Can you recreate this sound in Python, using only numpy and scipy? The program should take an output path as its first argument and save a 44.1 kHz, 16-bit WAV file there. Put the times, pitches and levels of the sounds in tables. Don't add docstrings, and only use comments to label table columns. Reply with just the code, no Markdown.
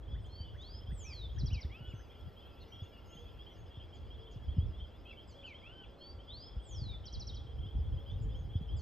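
import sys
import numpy as np
from scipy import signal
from scipy.fft import rfft, irfft, next_fast_len
from scipy.io import wavfile
from scipy.ndimage import uniform_filter1d, map_coordinates

SR = 44100
rng = np.random.default_rng(int(sys.argv[2]) if len(sys.argv) > 2 else 0)


def to_wav(s):
    ch = np.atleast_2d(s).T
    pcm = np.round(np.clip(ch, -1, 1) * 32767)
    wavfile.write(sys.argv[1], SR, pcm.astype(np.int16))


N = 388521


# start_s, length_s, start_hz, goal_hz, glide_s, attack_s, level_db
WHISTLE_NOTES = [(0.264, 0.19, 4110, 4780, 0.095, 0.097, -60),
                 (0.568, 0.25, 3325, 5435, .101, 0.032, -60.5), (0.899, 0.39, 8410, 2607, 0.18, 0.11, -53),
                 (5.953, 0.19, 4155, 4810, 0.099, 0.1, -59.5),
                 (6.264, 0.248, 3280, 5390, .094, 0.025, -57.5),
                 (6.595, 0.39, 8430, 2786, 0.16, 0.13, -53.5)]
def whistles():
    out = np.zeros(N)
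    for start_s, length_s, start_hz, goal_hz, glide_s, attack_s, db in WHISTLE_NOTES:
        t = np.linspace(0, length_s, 60)
        offset_hz = (start_hz - goal_hz) / (1 + (t / glide_s) ** 2.4)
        tilt_db = -1.5 * offset_hz / 1000
        level_db = db + tilt_db + swell(t, length_s, attack_s, release_s=.032, depth_db=38)
        note = np.transpose([t, goal_hz + offset_hz, level_db])
        add(out, start_s, voice(note, waver=.0033, flutter_db=1.8))
    return out


# start_s, level_db, end_hz
FALLING_NOTES = [(1.383, -51.5, 3830), (1.456, -52, 3720), (1.529, -54, 3670), (1.604, -55, 3500),
                 (7.053, -49.5, 3820), (7.125, -48.5, 3780), (7.195, -49, 3790), (7.267, -49.5, 3593),
                 (7.343, -54, 3670)]
# time_s, fall_share, gain_db
FALL_SHAPE = [(0, 0.032, -9), (.006, 0.197, -5), (0.012, 0.328, -3), (0.018, 0.522, -0.5),
              (0.024, 0.719, -4), (0.031, .92, -3.5), (.041, 0.982, -7), (0.043, 0.832, -28)]
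def falling_notes(start_hz=6220):
    out = np.zeros(N)
    t, fall, gain_db = np.transpose(FALL_SHAPE)
    for start_s, db, end_hz in FALLING_NOTES:
        note = np.transpose([t, start_hz + fall * (end_hz - start_hz), db + gain_db])
        add(out, start_s, voice(note, waver=.0026, flutter_db=2.5))
    return out


# start_s, length_s, upper_start_hz, upper_end_hz, upper_db, lower_db, roughness_share
PARAKEET_CHIPS = [(0.256, 0.022, 7350, 5900, -78.5, -90, 0.28), (0.613, 0.016, 7000, 5850, -73, -84, .3),
                  (3.935, 0.049, 7480, 5800, -81, -78, 1.0), (4.309, 0.041, 7050, 5203, -75.5, -83, 0.9),
                  (5.274, 0.06, 7960, 5490, -74, -69, 0.17), (5.458, 0.052, 7320, 4960, -79, -69, 0.3),
                  (8.219, 0.028, 7470, 6600, -74, -88, 0.46), (8.765, 0.046, 7820, 5560, -70.5, -66, 0.17)]
def parakeet_chips():
    out = np.zeros(N)
    for start_s, length_s, start_hz, end_hz, upper_db, lower_db, rough in PARAKEET_CHIPS:
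        upper = (start_hz, end_hz, upper_db)
        lower = (.652 * start_hz, .745 * end_hz, lower_db)
        for high_hz, low_hz, db in upper, lower:
            knee_hz = high_hz + .21 * (low_hz - high_hz)
            note = [(0, high_hz, db - 3), (.3 * length_s, knee_hz, db), (length_s, low_hz, db - 1.5)]
            add(out, start_s, voice(note, waver=.05 * rough, flutter_db=2.3 * rough))
    return out


# start_s, gain_db
BEAK_CLICKS = [(2.2089, -70), (2.4083, -75), (8.6238, -73)]
def beak_clicks(decay_s=.0039):
    out = np.zeros(N)
    t = np.arange(SR // 50) / SR
    for start_s, db in BEAK_CLICKS:
        snap = rng.standard_normal(len(t)) * np.exp(-t / decay_s)
        add(out, start_s, from_db(db) * band_pass(snap, 3500, 7800))
    return out


# start_s, yelp_top_hz, yelp_db, wait_s, drawl_top_hz, drawl_db
TWO_PART_CALLS = [(1.5, 3083, -53, .195, 2972, -60), (5.428, 3130, -51, .187, 3104, -58.5)]
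# time_s, pitch_ratio, gain_db
YELP = [(0, .72, -15), (.016, 0.96, -1.5), (.028, 0.99, 1), (0.045, .865, -2), (.061, .8, -7.5),
        (.091, .725, -2.5), (.112, 0.66, -11)]
DRAWL = [(0, .66, -9), (.025, .75, -2), (0.053, .85, 0), (.115, 0.99, -4.5), (.175, 1, -1.5),
         (.218, 0.97, 1), (0.24, .7, -10)]
def low_calls():
    out = np.zeros(N)
    for start_s, yelp_hz, yelp_db, wait_s, drawl_hz, drawl_db in TWO_PART_CALLS:
        yelp = (start_s, YELP, yelp_hz, yelp_db, -23)
        drawl = (start_s + wait_s, DRAWL, drawl_hz, drawl_db, -13)
        for onset_s, shape, hz, db, fundamental_db in yelp, drawl:
            note = np.array(shape) * [1, hz / 2, 1] + [0, 0, db]
            add(out, onset_s, voice(note, (fundamental_db, 0, -30), waver=.009, flutter_db=1.8))
    return out


# start_s, level_db
RISING_CLUCKS = [(0.139, -65.5), (.540, -67.5), (0.896, -67.5), (1.365, -66.5), (1.630, -65.5),
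                 (1.988, -68)]
def clucks():
    out = np.zeros(N)
    for start_s, db in RISING_CLUCKS:
        add(out, start_s, voice(arch(.034, 1300, 1780, 2140, db), waver=.007))
    return out


# start_s, length_s, second_harmonic_hz, level_db, roughness_share
HOARSE_CRIES = [(1.042, .098, 2640, -56, .75), (2.602, 0.04, 4050, -66, 0.1),
                (2.597, 0.048, 4500, -63.5, 0.22), (5.05, 0.09, 2850, -56, 1),
                (6.888, 0.062, 2520, -68.5, 0.9)]
# length_share, pitch_ratio, gain_db
CRY_SHAPE = [(0, .86, -14), (.25, 0.96, -5), (.5, 0.96, -1), (.75, .92, -2.5), (1, 0.74, -6)]
def squawks():
    out = np.zeros(N)
    for start_s, length_s, hz, db, rough in HOARSE_CRIES:
        note = np.array(CRY_SHAPE) * [length_s, hz / 2, 1] + [0, 0, db]
        add(out, start_s, voice(note, (-17, 0, -22), waver=.024 * rough, flutter_db=3.8 * rough))
    return out


CHIRP_START_HZ, CHIRP_SPREAD_HZ, CHIRP_TOP_HZ = 3070, 128.7, 3551
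# time_s, rise_share, gain_db
CHIRP_RISE = [(0, -0.0014, -2), (.007, 0.3, 1), (.018, 0.42, 1), (.033, 0.64, -2.5), (.046, 0.97, -12),
              (.055, 1, -23.5)]
def chirps(calls):
    out = np.zeros(N)
    t, rise, gain_db = np.transpose(CHIRP_RISE)
    stretches = 1 + .054 * rng.standard_normal(len(calls))
    for (start_s, db, start_hz), stretch in zip(calls, stretches):
        top_hz = CHIRP_TOP_HZ + .4 * (start_hz - CHIRP_START_HZ)
        note = np.transpose([t * stretch, start_hz + rise * (top_hz - start_hz), db + gain_db])
        add(out, start_s, voice(note, waver=.005, flutter_db=1.3))
    return out


# start_s, level_db, start_hz
NEAR_CHIRPS = [(.08, -63.5, 3150), (.112, -61.5, 3210), (.243, -65, 2966), (.438, -64, 3180),
               (.481, -68, 3120), (.63, -61, 3130), (.74, -66.5, 3040), (.81, -67, 2915),
               (.867, -61.5, 3025), (0.998, -64.5, 3100), (1.122, -62, 3040), (1.293, -64, 3080),
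               (1.36, -62, 3070), (1.456, -65, 3120), (1.715, -63, 3156), (1.845, -63, 3145),
               (2.096, -65, 3050), (2.187, -65.5, 3120), (2.362, -61.5, 3030), (2.449, -63.5, 3020),
               (2.719, -56.5, 3015), (2.79, -59, 3160), (3.121, -63.5, 3183), (3.167, -59, 3000),
               (3.253, -63, 3173), (3.388, -59, 3107), (3.462, -58, 2967), (3.706, -64.5, 3120),
               (3.74, -60.5, 3180), (3.799, -59, 2960), (3.925, -62, 3005), (4.103, -58.5, 3060),
               (4.18, -63.5, 3110), (4.227, -62.5, 3090), (4.268, -63, 2984), (4.421, -66, 3140),
               (4.482, -60.5, 3040), (4.598, -62, 3070), (4.731, -63, 3140), (4.799, -57.5, 2975),
               (5.054, -62, 3016), (5.083, -61, 3120), (5.171, -57.5, 2945), (5.341, -65, 3148),
               (5.382, -61, 3130), (5.541, -57.5, 2967), (5.634, -62.5, 3076), (5.83, -63, 3150),
               (6.009, -58.5, 3020), (6.186, -65, 2880), (6.291, -61, 3010), (6.433, -64, 3125),
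               (6.474, -64, 3160), (6.596, -64, 3047), (6.708, -59.5, 3104), (6.743, -60, 3020),
               (7.038, -61, 3005), (7.116, -63.5, 3056), (7.152, -63, 3070), (7.305, -61.5, 3080),
               (7.334, -62, 2980), (7.384, -65.5, 3150), (7.485, -65, 3090), (7.581, -66, 3037),
               (7.63, -57.5, 3070), (7.679, -62, 2975), (7.75, -65.5, 3078), (7.844, -67.5, 3090),
               (7.922, -66, 3040), (7.971, -60.5, 3000), (8.06, -61.5, 3030), (8.085, -59, 3174),
               (8.29, -64, 3110), (8.344, -60, 2980), (8.49, -64, 3120), (8.535, -59, 3150),
               (8.612, -64.5, 3120), (8.686, -57.5, 2973), (8.722, -68, 3070)]
def near_chorus():
    leaders = chirps(NEAR_CHIRPS)
    answers = [(start_s + rng.uniform(.012, .045), db - 6.5, rng.normal(CHIRP_START_HZ, CHIRP_SPREAD_HZ))
               for start_s, db, _ in NEAR_CHIRPS]
    return leaders + chirps(answers)


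# chirps_per_s, level_db
CHORUS_RANKS = [(9, -70.5), (26, -76)]
def far_chorus():
    calls = []
    for per_s, db in CHORUS_RANKS:
        for k in range(int(per_s * N / SR) + 1):
            start_s = (k + rng.random()) / per_s
            calls.append((start_s, rng.normal(db, 2), rng.normal(CHIRP_START_HZ, CHIRP_SPREAD_HZ)))
    return chirps(calls)


# start_s, length_s, pitch_hz, level_db
THIN_NOTES = [(0.21, 0.063, 8400, -85), (.555, 0.091, 6200, -86), (1.33, 0.045, 6660, -79.5),
              (1.867, 0.063, 7060, -84), (1.935, 0.1, 6260, -75.5), (2.676, 0.1, 5720, -77),
              (2.826, 0.03, 6620, -76.5), (3.056, .17, 6520, -73), (3.503, 0.06, 5830, -83),
              (3.557, 0.079, 6550, -77), (8.103, 0.045, 6410, -84), (8.353, 0.082, 6540, -80)]
# start_s, length_s, start_hz, level_db
SOFT_WHISTLES = [(.325, 0.22, 3323, -66), (2.92, 0.079, 2950, -67), (3.08, 0.095, 2930, -73)]
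def twitter(sag_hz_per_s=1750):
    out = np.zeros(N)
    for start_s, length_s, hz, db in THIN_NOTES:
        add(out, start_s, voice(arch(length_s, hz, hz, .98 * hz, db), waver=.023, flutter_db=2.5))
    for start_s, length_s, hz, db in SOFT_WHISTLES:
        sag_hz = sag_hz_per_s * length_s
        add(out, start_s, voice(arch(length_s, hz, hz - .65 * sag_hz, hz - sag_hz, db), waver=.0059))
    return out


# notes_per_s, centre_hz, spread_hz, length_s, base_db
FLOCKS = [(15.97, 2900, 110, .08, -80.5), (59.8, 2350, 380, .07, -87.5), (30, 4600, 350, .07, -92.5)]
# time_s, gain_db
FLOCK_GAIN = [(0, -16), (1.8, -1.5), (2.5, 4.5), (3.6, 2), (4.6, 0.5), (6, -6.5), (7.4, -10.5), (8.1, -3),
              (8.8, -10)]
def chatter():
    out = np.zeros(N)
    for per_s, centre_hz, spread_hz, length_s, db in FLOCKS:
        for k, (late, pitch, slur, loud) in enumerate(rng.standard_normal((int(per_s * N / SR), 4))):
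            hz = centre_hz + spread_hz * pitch
            bend_hz = .035 * slur * hz
            note = arch(length_s, hz - bend_hz, hz, hz + bend_hz, db + 2.9 * loud)
            add(out, (k + .5 * late) / per_s, voice(note, waver=.03))
    gain_db, = in_time(FLOCK_GAIN)
    return out * from_db(gain_db)


# start_s, note_count
INSECT_RUNS = [(.085, 4), (.605, 9), (1.756, 8), (2.783, 8), (3.81, 8), (4.842, 8), (5.87, 8), (6.896, 8),
               (7.926, 7)]
def insects(falling_period_s=.1245, steady_period_s=.11147):
    out = np.zeros(N)
    run_times = [start_s + k * falling_period_s for start_s, count in INSECT_RUNS for k in range(count)]
    falling = (run_times, arch(.06, 5060, 4950, 4660, -80), .0026)
    steady = (np.arange(.077, N / SR, steady_period_s), arch(.055, 5150, 5260, 5150, -83.5), .0051)
    for times, note, jitter_s in falling, steady:
        for due_s in times:
            start_s = rng.normal(due_s, jitter_s)
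            gain = from_db(rng.normal(0, .82))
            add(out, start_s, gain * voice(note, waver=.005, flutter_db=1.8))
    return out


# time_s, level_db
CRICKET_LEVEL = [(0, -90.5), (.9, -87), (2.4, -84), (3.3, -84.5), (3.8, -90.5), (5.2, -88.5), (5.7, -93.5),
                 (7.4, -91.5), (8.1, -86), (8.8, -88.5)]
def bush_cricket(wingbeat_hz=11.5):
    level_db, = in_time(CRICKET_LEVEL)
    cycle = phase_of(wingbeat_hz + .4 * drift(3.9, N))
    strokes = from_db(1.4 * np.cos(cycle) + 1.7 * np.cos(2 * cycle) + 1.1 * drift(110, N))
    spectrum = [(8000, -55), (10200, -23.5), (11300, 0), (13500, 1), (15000, -4.5), (15600, -10)]
    rasp = stereo_noise(spectrum, correlation=[(9000, .35), (15000, .4)])
    return from_db(level_db) * rms_one(rasp * strokes)


# start_s, length_s, top_hz, level_db
FAR_HOOTS = [(2.65, 0.078, 458, -67), (3.17, .09, 478, -63.5), (3.41, 0.1, 446, -70),
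             (4.14, 0.19, 452, -64), (4.73, .14, 605, -69), (5.35, 0.085, 560, -61.5),
             (5.84, 0.5, 567, -66), (6.7, .2, 610, -72), (7.92, 0.34, 557, -68), (8.2, 0.16, 445, -65),
             (8.29, .12, 525, -66)]
def hoots():
    out = np.zeros(N)
    for start_s, length_s, hz, db in FAR_HOOTS:
        add(out, start_s, voice(arch(length_s, .95 * hz, hz, .95 * hz, db), waver=.005, flutter_db=1.8))
    return out


# crest_s, half_width_s, level_db
WIND_GUSTS = [(.15, 0.2, -43.5), (0.701, 0.29, -46), (.94, 0.04, -44.5), (1.27, 0.2, -46),
              (1.5, 0.14, -41.5), (1.87, 0.13, -48), (2.27, 0.032, -47.5), (4.2, 0.4, -51),
              (4.63, 0.15, -40.5), (6.53, 0.061, -45.5), (6.88, 0.17, -42), (7.28, 0.065, -42),
              (7.5, 0.36, -46.5), (7.78, 0.082, -37.5), (7.95, 0.08, -42), (8.2, 0.084, -37),
              (8.4, 0.21, -40.5), (8.74, 0.076, -37.5)]
# frequency_hz, relative_db
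WIND_SPECTRUM = [(20, -34), (35, -17.5), (50, 1.5), (63, 0), (85, -2), (115, -8), (160, -22), (240, -29),
                 (400, -36.5), (900, -61.5), (4000, -110)]
# frequency_hz, correlation
WIND_CORRELATION = [(50, .78), (300, .76)]
def wind(breeze_db=-56.5, eddies_per_s=16):
    t = np.arange(N) / SR
    gust_power = sum(from_db(db) ** 2 / (1 + ((t - crest_s) / width_s) ** 2) ** 2
                     for crest_s, width_s, db in WIND_GUSTS)
    rumble = stereo_noise(WIND_SPECTRUM, WIND_CORRELATION)
    rumble /= np.sqrt(uniform_filter1d(np.mean(rumble ** 2, axis=0), size=3000))
    flicker = from_db(3.2 * drift(eddies_per_s, N))
    return rumble * np.sqrt(from_db(breeze_db) ** 2 + gust_power) * flicker


# start_s, gain_db, start_hz
WIND_BUFFETS = [(0.125, -25, 62), (.402, -32, 90), (0.883, -25, 62), (.922, -33.5, 153),
                (1.433, -22.5, 145), (1.51, -33, 130), (1.527, -21, 62.4), (1.555, -30.5, 111),
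                (1.646, -26, 85), (1.805, -37, 138), (1.935, -32.5, 128), (2.276, -37, 130),
                (2.818, -32.5, 110), (3.151, -46.5, 195), (3.77, -35.5, 108), (4.358, -37, 142),
                (4.48, -27.5, 60), (4.565, -32.5, 208), (4.581, -16.5, 96), (4.626, -26, 75),
                (6.564, -25, 53.7), (6.816, -31, 123.8), (6.865, -35, 114), (7.129, -29.5, 50),
                (7.655, -34, 130), (7.752, -21, 68), (7.783, -25.5, 94.8), (8.118, -41.5, 176),
                (8.155, -24.5, 69.7), (8.253, -34.5, 162), (8.345, -31, 70), (8.406, -43, 164.6),
                (8.553, -20.5, 104.9), (8.608, -34.5, 185.7)]
def buffets(rest_hz=60, settle_s=.035, decay_s=.015, top_hz=310):
    kicks = np.zeros(N)
    t = np.arange(SR // 8) / SR
    for start_s, db, start_hz in WIND_BUFFETS:
        swing_hz = rest_hz + (start_hz - rest_hz) * np.exp(-t / settle_s)
        add(kicks, start_s, from_db(db) * np.exp(-t / decay_s) * np.sin(phase_of(swing_hz)))
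    low_pass = signal.butter(5, top_hz, fs=SR, output="sos")
    return signal.sosfilt(low_pass, band_pass(kicks, 46, 900))


# frequency_hz, relative_db
AIR_SPECTRUM = [(200, -87.5), (330, -88), (520, -88.5), (750, -94), (1100, -99), (1700, -106), (2400, -110),
                (2850, -109), (3800, -114), (6000, -124), (8400, -128), (9800, -140), (11400, -134),
                (15200, -137)]
# frequency_hz, correlation (clipped to within 0.99 of zero)
AIR_CORRELATION = [(100, 0.15), (300, 0.88), (600, 0.38), (1300, 0.75), (2500, 1), (5500, 1), (8000, 0.98),
                   (10000, -1.1), (13000, 0.55)]
def air():
    return stereo_noise(AIR_SPECTRUM, AIR_CORRELATION) * np.sqrt(SR / 2) * from_db(-2.5)


# start_s, length_s, pitch_hz, level_db
DISTANT_TONES = [(1.75, 1.64, 1355, -76.5), (3.5, 4.2, 1355, -82), (5.5, 3.7, 806.5, -78),
                 (7.25, 1.7, 449, -72)]
def far_tones(waver_hz=2.5, fade_s=.056):
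    out = np.zeros(N)
    for start_s, length_s, hz, db in DISTANT_TONES:
        t = np.arange(int(length_s * SR)) / SR
        phase = phase_of(hz + waver_hz * drift(25, len(t)))
        level_db = db + swell(t, length_s, fade_s, fade_s, depth_db=17) + 2.5 * drift(13, len(t))
        add(out, start_s, np.sqrt(2) * from_db(level_db) * np.sin(phase))
    return out


def scrub(sound, t60_s=.49):
    t = np.arange(int(.7 * SR)) / SR
    mid, side = rng.standard_normal((2, len(t)))
    early_boost = 1 + 1.7 * np.exp(-t / .0076)
    decay = from_db(-60 * t / t60_s) * early_boost * (t > .003)
    echoes = (mid + .2 * side * np.array([[1], [-1]])) * decay / np.sqrt(np.sum(decay ** 2))
    return signal.fftconvolve(sound[None], echoes, axes=1)[:, :N]


def voice(note, harmonics_db=(0,), waver=.003, flutter_db=3.0):
    times, hz, db = np.transpose(note)
    t = np.arange(times[0], max(times[-1], times[0] + .005), 1 / SR)
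    pitch_hz = uniform_filter1d(np.interp(t, times, hz), size=200)
    phase = phase_of(pitch_hz * (1 + waver * drift(350, len(t))))
    fade = np.clip(np.minimum(t - t[0], t[-1] - t) / .0027, 0, 1)
    level = fade * from_db(np.interp(t, times, db) + flutter_db * drift(110, len(t)))
    return np.sqrt(2) * level * sum(from_db(h) * np.sin(k * phase) for k, h in enumerate(harmonics_db, 1))


def arch(length_s, start_hz, middle_hz, end_hz, db):
    share = np.linspace(0, 1, 15)
    hz = np.polyval(np.polyfit([0, .5, 1], [start_hz, middle_hz, end_hz], 2), share)
    return np.transpose([share * length_s, hz, db - 12 * np.abs(2 * share - 1) ** 3])


def swell(t, length_s, attack_s, release_s, depth_db):
    attack = np.clip(1 - t / attack_s, 0, 1) ** 2
    release = np.clip(1 - (length_s - t) / release_s, 0, 1) ** 2
    return -depth_db * (attack + release)


def stereo_noise(spectrum, correlation):
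    hz = np.arange(N // 2 + 1) * SR / N
    mid, side = rfft(rng.standard_normal((2, N)))
    alike = np.clip(at_hz(correlation, hz), -.99, .99)
    pair = np.sqrt(1 + alike) * mid + np.sqrt(1 - alike) * side * np.array([[1], [-1]])
    return irfft(pair * from_db(at_hz(spectrum, hz)), N)


def drift(per_s, size):
    at = np.arange(size) * per_s / SR
    return map_coordinates(rng.standard_normal(int(at[-1]) + 3), [at], order=2, mode="nearest")


def band_pass(x, low_hz, high_hz):
    return signal.sosfilt(signal.butter(2, [low_hz, high_hz], "band", fs=SR, output="sos"), x + 1e-18)


def phase_of(hz):
    return 2 * np.pi * np.cumsum(hz) / SR


def from_db(db):
    return 10 ** (np.asarray(db) / 20)


def rms_one(x):
    return x / np.sqrt(np.mean(x ** 2) + 1e-20)


def in_time(rows):
    times, *columns = np.transpose(rows)
    return [np.interp(np.arange(N) / SR, times, column) for column in columns]


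def at_hz(points, hz):
    point_hz, value = np.transpose(points)
    return np.interp(np.log(hz + 1e-3), np.log(point_hz), value)


def add(out, start_s, sound):
    i = max(int(start_s * SR), 0)
    out[i:i + len(sound)] += sound[:max(N - i, 0)]


def scene():
    bed = wind() + buffets() + bush_cricket() + air() + far_tones()
    near = whistles() + falling_notes() + near_chorus()
    middle = low_calls() + clucks() + squawks() + insects()
    far = twitter() + far_chorus() + chatter() + hoots()
    parakeets = parakeet_chips() + beak_clicks()
    scattered = scrub(from_db(-7.5) * near + from_db(-7) * middle + from_db(-4.5) * (far + parakeets))
    return near + middle + far + parakeets + scattered + bed


# frequency_hz, lead_rad
PORT_LEAD = [(800, -0.15), (1400, -0.45), (2000, 0.21), (2600, 0.3), (3300, 0.67), (4300, 0.57),
             (5100, 0.31), (6500, 0), (7700, -0.51), (13000, 0.64)]
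CUTOFF_HZ = 15600
def record(dry):
    size = next_fast_len(N + SR // 10)
    lead_rad = at_hz(PORT_LEAD, np.arange(size // 2 + 1) * SR / size)
    ports = np.exp(.5j * lead_rad * np.array([[1], [-1]]))
    heard = irfft(rfft(dry, size) * ports, size)[:, :N]
    return signal.sosfilt(signal.ellip(10, .1, 70, CUTOFF_HZ, fs=SR, output="sos"), heard)


dry = scene()
out = record(dry)
to_wav(out)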